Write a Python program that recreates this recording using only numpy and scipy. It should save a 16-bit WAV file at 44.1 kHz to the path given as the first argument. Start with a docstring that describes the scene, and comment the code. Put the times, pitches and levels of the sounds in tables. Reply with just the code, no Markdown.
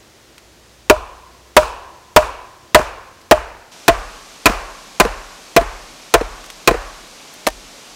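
"""Autumn woods: a log used as a mallet drives a hatchet into a birch round with eleven hard blows.
Each blow rings the mallet, the round and the steel, tears fibres, shakes the ground and scatters back
from the trees; after the later ones the round rocks and lands. A last short, dry woody knock stops
abruptly without echo. Leaves tick and a far engine swells and fades. The close microphone overloads
on the blows; partway through it moves to a second position with more hiss."""
import sys
import numpy as np
from scipy import signal
from scipy.fft import rfft, irfft
from scipy.io import wavfile

SR = 44100
rng = np.random.default_rng(int(sys.argv[2]) if len(sys.argv) > 2 else 0)


def wav_record(signal):
    """Record a signal, one row per channel, as 16-bit PCM in the file named by sys.argv[1]."""
    frames = np.transpose(np.atleast_2d(signal))
    bounded = np.clip(frames, -1, 1)
    # unit amplitude maps onto the largest positive 16-bit level
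    quanta = np.round(bounded * 32767).astype(np.int16)
    wavfile.write(sys.argv[1], SR, quanta)


N = 350595
T = np.arange(N) / SR
AGE = T[:SR]  # seconds since a hit, one second long
MIC_MOVE_S = 3.715

# the hits; at bite 0 the blade sticks and the round thumps, at 1 it drives in and tears the wood:
# start_s, bite, mallet_high_db, clink_db, round_pitch_ratio, hatchet_pitch_ratio
MALLET_HITS = [(0.8981, 0.06, 5.5, 0, 0.88, 0.94), (1.5663, 0.95, -14, -8, 1.11, 0.94),
               (2.1626, 0.81, 7, 7, 1.04, 0.94), (2.7466, 0.78, 9, 3, 1.05, 0.96),
               (3.3118, 0.29, 10.5, -10, 0.83, 0.82), (3.8807, 0.37, 13.5, 10.5, 1.02, 1.03),
               (4.4572, 0.93, 2, 17.5, 0.92, 0.99), (4.9995, 0.55, -2.5, 7.5, .95, 1.0),
               (5.5640, 0.16, 15, 7, 1.05, 1), (6.1396, 0.01, 6.5, 5.5, 1.06, 1.02),
               (6.6752, 0.25, 3.5, 10, 1.02, 1.015)]
# the mallet bends in two planes, low then high: pitch_hz, level_db, t60_s
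MALLET_MODES = [(614.3, -1, 0.12), (679.3, -3, 0.086)]
# the body of the birch round: pitch_hz, level_db, t60_s
ROUND_MODES = [(109.7, -18.5, 0.072), (253, -16, 0.039), (334.7, 0.5, 0.033), (406.3, -3.5, 0.046),
               (466.8, 0, 0.042), (765.4, -8, 0.043)]
# the wedged hatchet, tuned by the grip of the wood: pitch_hz, level_db, t60_s
HATCHET_MODES = [(850.4, -14, 0.066), (955, -5.5, 0.035), (1025, 1, 0.047), (1177.7, -2.5, 0.033),
                 (1295, 0, 0.03), (1403, -5, 0.038), (1523.4, -2.5, 0.038), (1715, -5, 0.04),
                 (1877, -8.5, 0.043), (2090, -5.5, 0.026)]
# the clink of the steel head alone: pitch_hz, level_db, t60_s
HEAD_MODES = [(2395, -7.5, 0.04), (2475, 5, 0.025), (2620, -3, 0.027), (4145, -1.5, 0.019),
              (6240, -12, 0.022), (6630, -23, 0.034), (10550, -17.5, 0.011)]
# fibres tearing under the blade: band_hz, level_db, t60_s
CRACK_BANDS = [(153.3, -19, 0.035), (400, -3, 0.042), (1010, -2, 0.043), (2660, -8.5, 0.042),
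               (4840, -15, 0.036), (6600, -13, 0.037), (10300, -18.5, 0.033), (16300, -17, 0.037)]
# the tail scattered by the trunks: band_hz, level_db, t60_s
ECHO_BANDS = [(98, -9, 0.31), (238, -15, 0.21), (423, -8.5, 0.83), (676, -3.5, 0.91), (1120, -0.5, 0.68),
              (1440, -6, 0.99), (2080, -13, 0.83), (2460, -8.5, 0.8), (3160, -12, 0.7), (7400, -12, 0.45),
              (11100, -21, 0.41), (15100, -21, 0.38)]
# the microphone stand's rumble at each position: pitch_hz, level_db, t60_s
FIRST_STAND_MODES = [(32, -34.5, 0.7), (52.2, -25, 0.51), (70, -28.5, 0.41)]
SECOND_STAND_MODES = [(32.8, -27.5, 0.8), (45.7, -21, 0.54), (78.1, -34, 0.55)]
# the round drops back on the ground: start_s, hollow_db, thud_db
ROUND_DROPS = [(2.791, -18, -13), (3.923, -30, -34), (4.495, -18, -12.5), (5.050, -10, -12.5),
               (5.611, -26, -16.5), (6.2107, -13, -16.5), (6.7098, -8, -10.5), (6.743, -14.5, -22)]
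# the quick clicks of the last dry knock: start_s, ring_db, click_db, click_hz
KNOCK_CLICKS = [(7.467, -11, -4.5, 1400), (7.471, -2.5, -8, 4900), (7.476, -13.5, -18, 2500),
                (7.485, -16.5, -17.5, 2640), (7.502, -44, -28, 2200)]
# the woody tone of that knock: pitch_hz, level_db, t60_s
KNOCK_RING = [(310, 5.5, 0.033), (480, -2, 0.045), (620, 8, 0.05), (769, -4, 0.059), (923, 2, 0.044),
              (1180, 8, 0.014), (1594, -5, 0.039), (1812, -6.5, 0.066), (4230, -15, 0.039)]
# dry leaves and bark: start_s, level_db, centre_hz
LEAF_TICKS = [(0.380, -33.5, 2370), (3.213, -40.5, 1830), (6.44, -30, 1590), (6.46, -31.5, 2500),
              (6.501, -26, 2450), (6.507, -43, 3100), (7.338, -34, 11000)]
# the far engine's swell: time_s, pitch_hz, rms_db
ENGINE_CURVE = [(0, 52.7, -71), (0.6, 57, -57), (1.2, 58.2, -52), (1.95, 70.7, -58.5), (2.6, 70, -72)]
# the colour of the hiss at each position: frequency_hz, relative_db
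FIRST_HISS = [(18, -53), (30, -12), (97, -2), (177, -9.5), (219, -8), (292, -8.5), (350, -2.5), (410, -8),
              (532, -7), (747, -11), (2300, -15), (6370, -17), (8280, -22.5), (15500, -31.5)]
SECOND_HISS = [(18, -39), (30, 1), (85, -10), (148, -2), (299, 0), (341, -1.5), (656, -0.5), (1050, -2.5),
               (1230, -3.5), (1820, -6), (2240, -4), (6210, -5), (13600, -21.5), (15500, -31)]


def blows(seated_after_blows=3.4, slap_delay_s=0.0625):
    """Mallet on steel: mallet, hatchet and round ring, the wood cracks and the trees answer."""
    out = np.zeros(N)
    for count, (start_s, bite, high_db, clink_db, round_pitch, hatchet_pitch) in enumerate(MALLET_HITS):
        # the microphone is side-on to the blade, then end-on
        low_db, hatchet_db = (5.6, 8.45) if start_s < MIC_MOVE_S else (-7, 5.25)
        seated = min(count / seated_after_blows, 1)  # the blade sinks with each blow until it is tight
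        mallet = undb(low_db + 3.5 * bite) * ring(MALLET_MODES[:1])
        mallet += undb(high_db) * ring(MALLET_MODES[1:])
        hatchet = undb(hatchet_db + 7 * bite) * hatchet_ring(hatchet_pitch, seated)
        clink = undb(clink_db) * ring(HEAD_MODES)
        thump = undb(12.5 - 9 * bite) * ring(ROUND_MODES, round_pitch)
        crack = undb(6.5 + 5 * bite) * burst(CRACK_BANDS)
        echo = undb(-29 + 4.5 * bite) * tree_echo(bite, seated)
        tail = undb(-32 + 7 * bite - 5 * seated) * lingering_ring(hatchet_pitch)
        rumble = undb(4) * stand_rumble(start_s)
        add(out, start_s, mallet + hatchet + clink + thump + crack + echo + tail + rumble)
        # the nearest trunks return the hatchet's ring as one soft slap
        add(out, start_s + slap_delay_s, undb(-28) * hatchet * attack(0.0038))
    return out


def hatchet_ring(pitch, seated, overtones_above_hz=1600):
    """A loose blade rings dull; its overtones come up as the wood grips it."""
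    dull_db = -8.5 * (1 - seated)
    modes = [(hz, db + dull_db * (hz > overtones_above_hz), t60) for hz, db, t60 in HATCHET_MODES]
    return ring(modes, pitch)


def tree_echo(bite, seated, presence_hz=1800, width_octaves=0.24):
    """Scatter from the trunks blooms and dies; bite adds treble and a seated blade adds presence."""
    hz, db, t60 = np.transpose(ECHO_BANDS)
    presence_db = np.interp(seated, [0, 1], [-23, 6])
    db = db + presence_db * np.exp(-(np.log2(hz / presence_hz) / width_octaves) ** 2)
    treble_db = -1 + 5.5 * bite
    db = db + treble_db * np.clip(np.log2(hz / 2000), 0, 1)
    return burst(np.column_stack([hz, db, t60]), grain=0.08) * attack(0.0054)


def lingering_ring(pitch, base_hz=1085, width_hz=90, t60_s=1.235):
    """The hatchet's note comes back from many trunks at once, as a narrow wavering tail."""
    hz = np.fft.rfftfreq(SR, 1 / SR)
    peak = 1 / (1 + ((hz - base_hz * pitch) / width_hz) ** 2)
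    note = irfft(rfft(rng.standard_normal(SR)) * peak, SR)
    return note / note.std() * undb(-60 * AGE / t60_s) * attack(0.0098)


def stand_rumble(start_s):
    """The shock crosses the ground and sets the microphone stand swaying."""
    return ring(FIRST_STAND_MODES if start_s < MIC_MOVE_S else SECOND_STAND_MODES) * attack(0.014)


def landings(rattle_db=-5.5):
    """The round settles on soft soil with a hollow bump, and the hatchet rattles in it."""
    out = np.zeros(N)
    for start_s, hollow_db, thud_db in ROUND_DROPS:
        hollow = 1.98 * bandpass(ring(ROUND_MODES, rise_cycles=0.12), 405, 620)
        soil = bandpass(snap(260, decay_s=0.0089, rise_s=0.00082), 130, 490)
        rattle = 0.59 * ring(HATCHET_MODES) + 0.34 * ring(HEAD_MODES)
        rattle += 0.61 * snap(1600, decay_s=0.0044, rise_s=0.00078)
        thud = soil + undb(rattle_db) * rattle
        add(out, start_s, undb(hollow_db) * hollow + undb(thud_db) * thud)
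    return out


def last_knock():
    """A short, dry woody knock with a few quick clicks; it stops without echo over a faint rumble."""
    out = np.zeros(N)
    for start_s, ring_db, click_db, click_hz in KNOCK_CLICKS:
        body = undb(ring_db - 10) * ring(KNOCK_RING)
        click = undb(click_db) * snap(click_hz, decay_s=0.003, rise_s=0.00041)
        add(out, start_s, body + click)
    first_s = KNOCK_CLICKS[0][0]
    add(out, first_s, undb(-9.5) * stand_rumble(first_s))
    return out


def leaves():
    """Dry leaves and bark rustle in small crisp ticks."""
    out = np.zeros(N)
    for start_s, level_db, centre_hz in LEAF_TICKS:
        add(out, start_s, undb(level_db) * snap(centre_hz, decay_s=0.0042, rise_s=0.00059))
    return out


def far_engine():
    """A low hum that climbs as the engine speeds up, then fades."""
    time_s, pitch_hz, rms_db = np.transpose(ENGINE_CURVE)
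    cycles = np.cumsum(np.interp(T, time_s, pitch_hz)) / SR
    return np.sqrt(2) * undb(np.interp(T, time_s, rms_db)) * np.sin(2 * np.pi * cycles)


def background(crossfade_s=0.013):
    """Soft hiss and the engine at the first position; louder, slowly rising hiss at the second."""
    first = undb(-48) * coloured_noise(FIRST_HISS) + far_engine()
    second_db = np.interp(T, [MIC_MOVE_S, T[-1]], [-41.3, -40.3])
    second = undb(second_db) * coloured_noise(SECOND_HISS)
    moved = np.clip((T - MIC_MOVE_S) / crossfade_s + 0.5, 0, 1)
    return (1 - moved) * first + moved * second


def ring(modes, pitch=1, rise_cycles=0.43):
    """Struck modes; neighbours swing in opposite directions, and the low ones take longer to start."""
    out = 0
    for k, (hz, db, t60) in enumerate(modes):
        cycles = hz * pitch * AGE
        envelope = undb(db - 60 * AGE / t60) * (1 - np.exp(-cycles / rise_cycles))
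        out = out + (-1) ** k * envelope * np.sin(2 * np.pi * cycles)
    return out


def burst(bands, grain=0):
    """Noise that dies at its own rate in each band; grain roughens it like separate reflections."""
    hz, db, t60 = np.transpose(bands)
    log_hz = np.log(np.maximum(np.fft.rfftfreq(SR, 1 / SR), 1))
    noise = rng.standard_normal(SR)
    flicker = np.repeat(rng.standard_normal(SR), 64)[:SR]
    spectrum = rfft(noise * np.exp(grain * flicker))
    out = 0
    for k, share in enumerate(np.eye(len(hz))):
        band = irfft(spectrum * np.interp(log_hz, np.log(hz), share, left=0), SR)
        out = out + band / band.std() * undb(db[k] - 60 * AGE / t60[k])
    return out


def snap(hz, decay_s, rise_s):
    """A short crisp noise, two octaves wide."""
    noise = bandpass(rng.standard_normal(SR), hz / 2, hz * 2)
    return noise / noise.std() * np.exp(-AGE / decay_s) * attack(rise_s)


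def coloured_noise(curve):
    """A bed of noise shaped by an EQ curve, at unit rms."""
    hz, db = np.transpose(curve)
    log_hz = np.log(np.maximum(np.fft.rfftfreq(N, 1 / SR), 1))
    eq = undb(np.interp(log_hz, np.log(hz), db))
    noise = irfft(rfft(rng.standard_normal(N)) * eq, N)
    return noise / noise.std()


def bandpass(sound, low_hz, high_hz):
    """Gently roll off the lows and highs."""
    sos = signal.butter(1, [low_hz, min(high_hz, 0.45 * SR)], "band", fs=SR, output="sos")
    return signal.sosfilt(sos, sound)


def attack(rise_s):
    """A fade-in that softens the front of a hit."""
    return 1 - np.exp(-AGE / rise_s)


def undb(db):
    """Decibels to gain."""
    return 10 ** (np.asarray(db) / 20)


def add(track, start_s, sound):
    """Mix a sound into the track at its cue."""
    i = int(start_s * SR)
    track[i:i + len(sound)] += sound[:N - i]


def scene():
    """The mono mix at the close microphone."""
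    return (blows() + landings() + last_knock() + leaves() + background())[None]


def record(dry, top_hz=16000):
    """The input clips flat, lower at the second position, and the top end is cut."""
    ceiling = np.where(T < MIC_MOVE_S, 0.94, 0.72)
    clipped = np.clip(dry, -ceiling, ceiling)
    return signal.sosfiltfilt(signal.butter(16, top_hz, fs=SR, output="sos"), clipped)


dry = scene()
out = record(dry)
wav_record(out)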